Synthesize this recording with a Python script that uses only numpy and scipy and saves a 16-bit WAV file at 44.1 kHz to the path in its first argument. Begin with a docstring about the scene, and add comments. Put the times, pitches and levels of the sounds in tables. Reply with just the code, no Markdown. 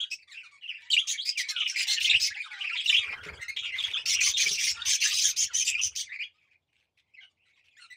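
"""A flock of budgerigars chatters in a small brick aviary: gliding chirps and warbles, summed from sine partials,
overlap with harsh squawks made of shaped noise and a ragged whistle. Other birds call from farther back.
Birds flutter between perches and scratch on wood and clay pots: shaped noise, and decaying sines for the pots.
Brick walls and cage wires answer at close range, over a faint rumble and hiss; the microphone cuts the top treble.
After six seconds only a few soft calls are left."""
import sys
import numpy as np
from scipy import signal
from scipy.fft import rfft, irfft, next_fast_len
from scipy.io import wavfile
from scipy.ndimage import uniform_filter1d, map_coordinates

SR = 44100
rng = np.random.default_rng(int(sys.argv[2]) if len(sys.argv) > 2 else 0)


def log_audio(samples):
    """Write samples as a 16-bit WAV file to the path given in sys.argv[1]."""
    # one column per channel
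    frames = np.atleast_2d(samples).T
    # limit to full scale, then quantise
    limited = np.clip(frames, -1, 1)
    pcm = np.round(limited * 32767).astype(np.int16)
    wavfile.write(sys.argv[1], SR, pcm)


N = 351036  # samples

# Levels are relative: the share sent to the walls and the balance in scene() come on top.
# Single chirps that stand out. Each row: start in seconds, nominal length in seconds, middle pitch in Hz,
# level in dB, name of the syllable.
CHIRPS = [(0, 0.042, 3480, -33.5, "arch"), (.34, 0.082, 2764, -43, "arch"), (.61, 0.056, 2850, -49, "sag"),
          (.675, 0.043, 2820, -38, "fall"), (.72, 0.058, 2600, -45.5, "arch"),
          (.9, 0.01, 3035, -27.5, "hold"), (.911, 0.025, 4030, -26.5, "fall"),
          (.931, 0.019, 2940, -21, "sag"), (.964, 0.0091, 2340, -21, "dip"),
          (.974, 0.029, 3020, -21, "rise"), (.996, 0.028, 3415, -37, "sag"),
          (1.13, 0.037, 2320, -39.5, "hold"), (1.175, 0.035, 3184, -35, "dip"),
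          (1.205, 0.031, 4260, -38, "rise"), (1.352, 0.067, 2250, -32, "swoop"),
          (1.425, .05, 2266, -39.5, "hold"), (1.48, 0.16, 1480, -47.5, "swoop"),
          (1.56, 0.076, 3074, -29.5, "burr"), (1.64, 0.05, 3004, -31, "burr"),
          (1.74, 0.11, 2553, -32.5, "burr"), (2.093, 0.023, 3846, -23, "arch"),
          (2.14, 0.023, 2680, -20.5, "dip"), (2.36, 0.035, 2240, -41, "rise"),
          (2.45, .13, 1473, -50.5, "sag"), (2.755, 0.064, 3387, -33.5, "burr"),
          (2.857, 0.012, 2830, -22.5, "hold"), (2.872, 0.045, 3630, -26.5, "sag"),
          (2.895, 0.015, 2900, -19, "hold"), (2.925, .016, 2380, -22.5, "dip"),
          (2.94, .02, 2825, -19.5, "sag"), (2.96, 0.039, 3244, -24.5, "burr"),
          (3.285, .018, 2244, -37.5, "rise"), (3.563, 0.052, 3370, -35, "burr"),
          (3.62, .055, 3210, -37.5, "burr"), (3.685, 0.024, 2417, -39, "swoop"),
          (3.72, 0.063, 2080, -34.5, "hold"), (3.78, 0.035, 3460, -31, "sag"),
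          (3.836, 0.019, 3350, -27, "hold"), (3.858, .068, 2854, -44, "fall"),
          (3.933, .036, 3106, -32, "dip"), (3.97, 0.031, 2730, -35, "rise"),
          (4.14, 0.083, 2633, -29, "burr"), (4.335, 0.038, 3570, -32, "sag"),
          (4.455, 0.027, 2300, -28, "dip"), (4.765, 0.042, 1381, -44, "hold"),
          (4.817, 0.0076, 3660, -30.5, "hold"), (5.01, 0.053, 2863, -30, "arch"),
          (5.165, 0.025, 3000, -35.5, "arch"), (5.47, 0.062, 1500, -51, "swoop"),
          (5.748, 0.011, 2430, -25.5, "hold"), (5.775, 0.035, 2894, -31, "arch"),
          (6.045, 0.066, 2100, -51.5, "swoop"), (6.09, .035, 1945, -44.5, "rise"),
          (6.118, 0.048, 2440, -37.5, "arch"), (6.188, 0.043, 2488, -33.5, "arch"),
          (6.218, 0.026, 2960, -37.5, "rise"), (7.135, 0.02, 2480, -51.5, "dip"),
          (7.163, 0.0417, 2083, -51.5, "dip"), (7.205, 0.053, 3010, -53, "sag"),
          (7.39, 0.062, 2835, -70, "rise")]
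# Lower, nasal calls with strong overtones. Each row: start in seconds, nominal length in seconds,
# middle pitch in Hz, level in dB, name of the syllable.
NASAL_CALLS = [(.11, 0.035, 2600, -35.5, "hold"), (.295, 0.054, 1900, -50, "fall"),
               (.43, 0.043, 1330, -54.5, "fall"), (2.5, 0.17, 801, -49, "sag"),
               (3.41, 0.0275, 2080, -38, "hold"), (3.48, 0.028, 2154, -33.5, "hold"),
               (4.745, 0.13, 910, -51, "hold"), (7.208, 0.0373, 769, -57.5, "sag"),
               (7.765, .03, 1850, -55, "rise"), (7.792, 0.0756, 1400, -52.5, "sag"),
               (7.9, 0.035, 2000, -50, "hold")]
# The syllables of a budgerigar. Each name: start and end in semitones from the middle pitch, roughness from 0 to 1.
SYLLABLES = {"swoop": (4.6, -3.5, .08), "fall": (3.2, -2.5, .16), "sag": (1.4, -0.8, 0.2),
             "rise": (-2.6, 2, 0.14), "arch": (-2.6, -2.4, 0.27), "dip": (3.4, 3.4, 0.11),
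             "hold": (-0.47, -0.28, 0.16), "burr": (0, -0.8, .45)}
# Warbles, quick runs of arches and dips. Each row: start in seconds, length in seconds, central pitch in Hz,
# level in dB.
WARBLES = [(1.962, 0.062, 2890, -29.5), (2.041, .14, 2814, -26), (2.604, 0.17, 2588, -33),
           (2.994, .15, 2319, -35.5), (3.147, 0.11, 1523, -48), (4.365, 0.052, 2773, -31.5),
           (4.571, .12, 2400, -35), (5.666, 0.076, 2578, -34.5), (6.375, 0.18, 2457, -66)]
WARBLE_SYLLABLE_S, WARBLE_ROUGHNESS = .029, 0.29  # nominal seconds, 0-1
WARBLE_SWING, WARBLE_DRIFT = 1.5, .6  # semitones
# The throat and beak favour some partials. Each row: frequency in Hz, gain in dB.
THROAT = [(600, 0), (1300, 8.5), (2100, 11.5), (3000, 7), (4200, 2), (5600, -7.5), (6800, -8.5),
          (9000, -11.5), (11500, -39), (14500, -23), (17000, -17.5)]
# Squawks. Each row: onset in seconds, nominal length in seconds, whistle pitch in Hz, level in dB, name of the voice.
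SQUAWKS = [(.108, .05, 5265, -39, "shrill"), (0.906, 0.055, 7540, -38, "shrill"),
           (1.076, .064, 6570, -29, "full"), (1.255, 0.058, 4840, -30, "shrill"),
           (1.379, 0.046, 6020, -30, "hoarse"), (1.49, .031, 4190, -29.5, "full"),
           (1.677, 0.048, 5425, -33, "shrill"), (1.763, 0.083, 4930, -31, "full"),
           (1.873, 0.083, 4165, -26, "full"), (2.004, 0.083, 4200, -30.5, "hoarse"),
           (2.202, 0.083, 5040, -26, "full"), (2.849, 0.13, 5390, -39, "hoarse"),
           (4.062, 0.096, 5710, -26, "hoarse"), (4.21, .11, 6150, -24, "full"),
           (4.375, 0.078, 6270, -25.5, "full"), (4.415, 0.16, 6130, -29.5, "hoarse"),
           (4.584, .14, 5580, -27, "hoarse"), (4.857, .11, 6220, -23.5, "full"),
           (5.008, .1, 6080, -25, "full"), (5.099, 0.14, 4900, -27, "hoarse"),
           (5.197, 0.12, 6330, -24.5, "full"), (5.367, 0.086, 6325, -25, "full"),
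           (5.539, 0.1, 6170, -25, "shrill"), (5.652, 0.062, 7080, -27.5, "full"),
           (5.814, 0.071, 6045, -28, "shrill"), (5.957, .073, 6030, -31, "full")]
# How a squawk is voiced. Each name: whistle over rasp in dB.
VOICES = {"shrill": 7.7, "full": 0, "hoarse": -5.5}
# Spectrum of the squawks' rasp. Each row: frequency in Hz, relative level in dB.
RASP = [(600, -47.5), (1300, -36), (2200, -9), (3000, -1.5), (4200, -2.5), (5600, 0.5), (6700, -4),
        (7800, -12), (9600, -14), (11500, -30), (12800, -26.5), (14500, -16.5), (16000, -26.5)]
# The birds farther back. Each row: time in seconds, level in dB.
FLOCK = [(0.0, -53), (0.38, -57.5), (0.97, -52.5), (1.06, -48.5), (2.08, -33), (2.39, -35), (2.61, -44.5),
         (2.86, -33), (3.26, -49), (3.48, -40.5), (3.68, -38), (4.34, -32), (4.83, -38), (5.08, -31.5),
         (6.08, -54.5), (6.27, -74), (6.85, -84.5), (7.96, -58.5)]
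# Bouts of flapping. Each row: start in seconds, length in seconds, pushed air in dB, feather swish in dB.
FLUTTERS = [(1.963, 0.41, -58, -72.5), (2.975, .05, -55, -55), (3.02, 0.2, -63, -48),
            (3.13, 0.32, -53, -50.5), (3.347, 0.97, -64.5, -63), (3.999, .44, -58.5, -60),
            (4.377, .22, -62, -59), (4.501, 0.49, -58.5, -67), (4.953, 0.89, -64, -69.5),
            (5.652, 0.49, -62.5, -73.5)]
# Spectrum of the air pushed by a wing. Each row: frequency in Hz, relative level in dB.
WING_AIR = [(20, -21), (45, -15.5), (70, 7), (110, -3.5), (170, -14.5), (300, -21.5), (800, -77.5)]
# Spectrum of the feathers' swish. Each row: frequency in Hz, relative level in dB.
FEATHERS = [(80, -17), (170, -1), (260, -10), (420, 4.5), (700, -2), (1500, 5.5), (4000, -25.5),
            (9000, -28), (16000, -37.5)]
# Claws and feathers brush perches and pots. Each row: start in seconds, nominal length in seconds, level in dB.
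SCRATCHES = [(0.498, 0.038, -69), (0.802, 0.032, -56), (3.228, 0.067, -47), (3.559, 0.02, -36.5),
             (3.752, 0.18, -42.5), (6.283, 0.21, -79), (6.503, 0.038, -69), (6.725, .13, -72),
             (6.97, 0.037, -66), (7.479, 0.038, -68.5), (7.551, 0.056, -70), (7.638, 0.054, -61)]
# Spectrum of a scratch. Each row: frequency in Hz, relative level in dB.
CLAWS = [(200, -37.5), (500, -19), (1200, -12), (2400, 14), (4500, 0.5), (9000, -16.5), (16000, -28)]
# Birds land on the pots, which ring hollowly. Each row: start in seconds, level in dB.
LANDINGS = [(3.124, -58), (3.26, -39), (3.313, -47), (4.46, -43.5), (4.509, -43.5)]
# Modes of a pot of middling size. Each row: frequency in Hz, level in dB, time to fall 60 dB in seconds.
POT = [(422, -0.5, .13), (312, -8, 0.11), (580, -8, 0.084), (164, -6.5, 0.2)]
# Decay of the aviary's echo. Each row: frequency in Hz, time to fall 60 dB in seconds.
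ROOM = [(200, 0.073), (2500, 0.16), (7000, 0.12), (15000, 0.046)]
# Spectrum of the surroundings. Each row: frequency in Hz, relative level in dB.
AMBIENT = [(45, -19.5), (70, -4), (90, 2), (115, -5), (200, -12.5), (400, -14), (800, -14.5), (1400, -26),
           (2400, -25.5), (4000, -26), (8000, -36), (16000, -43.5)]
TOP_HZ = 15650  # middle of the microphone's upper band edge


def syllables(table):
    """Each syllable bends around its own pitch: rows (s, length, start Hz, middle Hz, end Hz, dB, roughness)."""
    rows = []
    for s, length, hz, db, name in table:
        start, end, rough = SYLLABLES[name]
        rows.append((s, length, hz * interval(start), hz, hz * interval(end), db, rough))
    return rows


def warbles(scatter_db=-1.5):
    """A warble swings up and down around its pitch, one arch or dip after another, no two quite alike."""
    rows = []
    for s, length, hz, db in WARBLES:
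        count = max(round(length / WARBLE_SYLLABLE_S), 1)
        for i, (drift, tilt, strength) in enumerate(rng.standard_normal((count, 3))):
            swing = WARBLE_SWING * (-1) ** i * np.array([-1, 1, -1])
            wander = WARBLE_DRIFT * (drift + tilt * np.array([-1, 0, 1]))
            pitches = hz * interval(swing + wander)
            start = s + i * length / count
            level_db = db + scatter_db * strength
            rows.append((start, WARBLE_SYLLABLE_S, *pitches, level_db, WARBLE_ROUGHNESS))
    return rows


def chirp(length, start_hz, middle_hz, end_hz, rough, slope_db=-9, jitter=0.21, shimmer_db=6.0):
    """One glide of the syrinx; a rough membrane shakes in pitch and strength, and each partial flickers."""
    u, envelope = swell(length, rise=0.0044, fall=0.0028)
    # a parabola in log pitch through start, middle and end
    glide = np.polyfit([0, .5, 1], np.log([start_hz, middle_hz, end_hz]), 2)
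    hz = np.exp(np.polyval(glide, u))
    hz = hz * np.exp(.016 * wobble(123.4, len(u)) + jitter * rough * wobble(1100, len(u)))
    k = np.arange(1, 9)[:, None]  # partial numbers
    flicker_db = wobble(110, len(k) * len(u)).reshape(len(k), -1) * np.where(k > 1, 5, 3)
    partials = amp(along(THROAT, k * hz) + slope_db * np.log2(k) + flicker_db)
    partials = partials * (k * hz < SR / 2)
    phase = 2 * np.pi * np.cumsum(hz) / SR
    voice = np.sum(partials * np.sin(k * phase), axis=0)
    shimmer = amp(shimmer_db * rough * wobble(450, len(u)))
    return envelope * unit(voice * (1.2 + np.sin(np.pi * u)) * shimmer)


def calls(table, slope_db, even_db=-46, distance_db=0.5, bounce=0.34, bounce_s=0.0062):
    """Direct sound and the share sent to the walls: weak calls come from farther off and are wetter."""
    direct, sent = np.zeros(N), np.zeros(N)
    for s, length, start_hz, middle_hz, end_hz, db, rough in table:
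        call = amp(db) * chirp(length, start_hz, middle_hz, end_hz, rough, slope_db)
        angle = np.arctan(amp(distance_db * (even_db - db)))  # equal shares at even_db
        add(direct, s, np.cos(angle) * call)
        # the nearest wall's late copy beats against the glide
        add(direct, s + bounce_s * rng.uniform(0.4, 2), bounce * np.cos(angle) * call)
        add(sent, s, np.sin(angle) * call)
    return direct, sent


def squawks(buzz_rate=420, buzz_db=1.5, spread=0.047, arch=.07, opening=0.16, lower_db=-11, upper_db=-19):
    """A hard-driven syrinx sputters: broad rasp and a ragged whistle on the second partial.
    As the beak opens and closes, the call swells and its resonances rise and fall."""
    out = np.zeros(N)
    rasp = unit(patchy(noise(RASP), 5.5))
    for s, length, whistle_hz, db, voice in SQUAWKS:
        u, envelope = swell(length + 0.0073, rise=0.008, fall=.022)
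        beak = np.abs(np.sin(np.pi * u ** 0.95))
        raggedness = 0.0158 * wobble(90, len(u)) + spread * wobble(1900, len(u))
        hz = whistle_hz * (1 + arch * (beak - .7) + raggedness)
        phase = np.pi * np.cumsum(hz) / SR  # of the first partial, an octave below the whistle
        whistle = np.sin(2 * phase) + amp(lower_db) * np.sin(phase) + amp(upper_db) * np.sin(3 * phase)
        whistle = unit(whistle * (0.17 + beak) * amp(3.8 * wobble(260, len(u))))
        # reading the rasp faster or slower moves its resonances up or down
        place = np.cumsum(1 + opening * (beak - .75))
        hiss = map_coordinates(rasp[int(s * SR):][:2 * len(u)], [place])
        hiss = unit(hiss * (1.1 + beak))
        sputter = unit(amp(buzz_db * wobble(buzz_rate, len(u))))
        cry = unit(hiss + amp(VOICES[voice]) * whistle)
        add(out, s - .008, amp(db) * envelope * sputter * cry)
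    return out


def far_chirps(count=190, pitch_hz=2650, range_share=0.14, glide=0.19, rough=0.17):
    """Birds farther back call at random, each at its own pitch."""
    out = np.zeros(N)
    for i, (when, length, db, pitch, *bend) in enumerate(rng.standard_normal((count, 7))):
        pitches = pitch_hz * np.exp(range_share * pitch + glide * np.array(bend))
        call = chirp(.033 * np.exp(.3 * length), *pitches, rough, slope_db=-4)
        level_db = 2 * db + 2 * along(THROAT, pitches.min())
        add(out, (i + when / 2) * N / SR / count, amp(level_db) * call)
    return unit(out) * amp(curves(FLOCK)[0])


def far_mutters(count=48, pitch_hz=1250, range_share=.25, glide=.08, rough=.2, length_s=.04, follow=.45, level_db=-60):
    """Low nasal notes from farther back, a little louder when the flock is busy."""
    out = np.zeros(N)
    for i, (when, length, pitch, fall) in enumerate(rng.standard_normal((count, 4))):
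        pitches = pitch_hz * np.exp(range_share * pitch + glide * (1 + fall) * np.array([1, 0, -1]))
        note = chirp(length_s * np.exp(.3 * length), *pitches, rough, slope_db=2)
        add(out, (i + when / 2) * N / SR / count, note)
    flock_db = curves(FLOCK)[0]
    busy_db = follow * (flock_db - np.median(flock_db)) + level_db
    return unit(out) * amp(np.minimum(busy_db, flock_db - 10.5))


def wings(beat_rate=16.2, air_beat_db=5, swish_beat_db=2.0, uneven_db=4.5, uneven_rate=22):
    """Every wingbeat pushes air, no two equally hard; the feathers swish. A bout swells and fades as the bird passes."""
    out = np.zeros(N)
    for s, length, air_db, swish_db in FLUTTERS:
        u = np.linspace(0, 1, int(length * SR))
        beats_per_s = beat_rate * (1 + 0.13 * wobble(9.6, len(u)))
        stroke = np.cos(2 * np.pi * np.cumsum(beats_per_s) / SR)
        effort = amp(uneven_db * wobble(uneven_rate, len(u)))
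        puffs = effort * amp(air_beat_db * stroke) * coloured(rng.standard_normal(len(u)), WING_AIR)
        air = amp(air_db) * unit(puffs)
        feathers = coloured(patchy(rng.standard_normal(len(u)), 6), FEATHERS)
        swish = amp(swish_db) * unit(amp(swish_beat_db * stroke) * feathers)
        add(out, s, np.sin(np.pi * u) * (air + swish))
    return out


def scratches(grain_rate=300, grain_db=4):
    """A claw or feather catches and slips many times in each stroke."""
    out = np.zeros(N)
    for s, length, db in SCRATCHES:
        u, envelope = swell(length, rise=0.0086, fall=0.019)
        slips = patchy(rng.standard_normal(len(u)), 4.3) * amp(grain_db * wobble(grain_rate, len(u)))
        add(out, s, amp(db) * envelope * coloured(slips, CLAWS))
    return out


def landings(attack=0.0018):
    """Soft feet set a clay pot ringing; its size, and so its pitch, varies a little between landings."""
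    out = np.zeros(N)
    t = np.arange(SR // 4) / SR
    for s, db in LANDINGS:
        size = np.exp(0.039 * rng.standard_normal())
        ring = sum(amp(level - 60 * t / t60) * np.sin(2 * np.pi * hz / size * t) for hz, level, t60 in POT)
        add(out, s, amp(db) * (1 - np.exp(-t / attack)) * ring)
    return out


def aviary(x, count=48, first_echo=0.0036):
    """Close brick walls and hollow pots answer; the echo changes as the birds move about."""
    out = np.zeros(N)
    edges = np.linspace(0, N, count + 1).astype(int)
    step = edges[1]
    for edge in edges:
        hz, t, z = signal.stft(patchy(rng.standard_normal(SR // 4), 7), SR, nperseg=256)
        decay = amp(-60 * t / along(ROOM, hz)[:, None])
        tail = signal.istft(z * decay, SR, nperseg=256)[1]
        # each stretch fades into the next, which has a tail of its own
        i = np.arange(max(edge - step, 0), min(edge + step, N))
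        part = x[i] * np.cos(np.pi / 2 * (i - edge) / step)
        add(out, i[0] / SR + first_echo, signal.fftconvolve(part, tail / np.linalg.norm(tail)))
    return out


def wires(x, count=30, low_hz=3300, high_hz=10500, t60=0.14, level_db=-11):
    """The cage wires ring briefly in sympathy whenever a partial sweeps past one of their pitches."""
    t = np.arange(SR // 4) / SR
    place, turn = rng.random((2, count, 1))
    hz = low_hz * (high_hz / low_hz) ** ((np.arange(count)[:, None] + place) / count)
    ring = np.sum(np.sin(2 * np.pi * (hz * t + turn)), axis=0) * amp(-60 * t / t60)
    return amp(level_db) * signal.fftconvolve(x, ring / np.linalg.norm(ring))[:N]


def background():
    """The faint rumble and hiss of the surroundings: steady noise, strongest in the bass."""
    return amp(-83) * noise(AMBIENT)


def amp(db):
    """Amplitude factor of a level in dB."""
    return 10 ** (np.asarray(db) / 20)


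def interval(semitones):
    """Frequency ratio of a pitch step."""
    return 2 ** (semitones / 12)


def unit(x):
    """x scaled to rms 1."""
    return x / np.sqrt(np.mean(x ** 2) + 1e-20)


def along(points, hz):
    """Values at hz, read between (Hz, value) points on a log axis."""
    f, v = np.transpose(points)
    return np.interp(np.log(hz + 1), np.log(f), v)


def curves(rows):
    """One value per sample for each column after the time."""
    s, *cols = np.transpose(rows)
    return [np.interp(np.arange(N) / SR, s, c) for c in cols]


def wobble(rate, size):
    """A smooth random curve, rate knots a second."""
    knots = np.random.default_rng(rng.integers(2 ** 31)).standard_normal(int(size * rate / SR) + 4)
    return map_coordinates(knots, [np.arange(size) * rate / SR], mode="nearest")


def swell(length, rise, fall):
    """Progress 0-1 through a call, and its envelope."""
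    t = np.arange(int((max(length, rise) + fall / 2) * SR)) / SR
    edge = np.clip(t / rise, 0, 1) * np.clip((t[-1] - t) / fall, 0, 1)
    return t / t[-1], np.sin(np.pi / 2 * edge) ** 2


def coloured(x, spectrum):
    """x shaped by a spectrum, at rms 1."""
    m = next_fast_len(len(x) + 2048)
    gain = amp(along(spectrum, np.fft.rfftfreq(m, 1 / SR)))
    return unit(irfft(rfft(x, m) * gain, m)[:len(x)])


def noise(spectrum):
    """Steady noise of rms 1."""
    return coloured(rng.standard_normal(N), spectrum)


def patchy(x, depth_db, order=3):
    """Random peaks and troughs, a few hundred Hz wide and some 20 ms long."""
    z = signal.stft(x, nperseg=256)[2]
    field = rng.standard_normal(z.shape)
    for _ in range(2):
        field = uniform_filter1d(uniform_filter1d(field, order, axis=0), 2 * order, axis=1)
    gain = amp(depth_db * np.clip(unit(field), -2, 2))
    return signal.istft(z * gain, nperseg=256)[1][:len(x)]


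def add(track, s, sound):
    """Mix a sound into the track at time s."""
    start = int(np.clip(s * SR, 0, N))
    track[start:start + len(sound)] += sound[:N - start]


def scene():
    """Near birds, far birds, wings and the answer of walls and wires over a faint rumble."""
    chirps, chirps_sent = calls(syllables(CHIRPS) + warbles(), slope_db=-11.5, even_db=-50.5, distance_db=.3)
    nasal, nasal_sent = calls(syllables(NASAL_CALLS), slope_db=1.5, even_db=-56)
    harsh = amp(-2.5) * squawks() + scratches()
    far = amp(-8) * far_chirps() + far_mutters()
    near = chirps + nasal + harsh
    echo = aviary(amp(-1.5) * (chirps_sent + nasal_sent) + amp(-7) * harsh + amp(-2) * far)
    ringing = wires(chirps + nasal + far + amp(-8.5) * harsh)
    return (near + amp(-1) * far + echo + ringing + wings() + landings() + background())[None]


def record(dry):
    """The microphone falls off steeply at its band limit."""
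    m = next_fast_len(N + SR // 2)
    passband = np.clip((TOP_HZ - np.fft.rfftfreq(m, 1 / SR)) / 300 + .5, 0, 1)  # edge 300 Hz wide
    return irfft(rfft(dry, m) * np.sin(np.pi / 2 * passband) ** 2, m)[..., :N]


dry = scene()
out = record(dry)
log_audio(out)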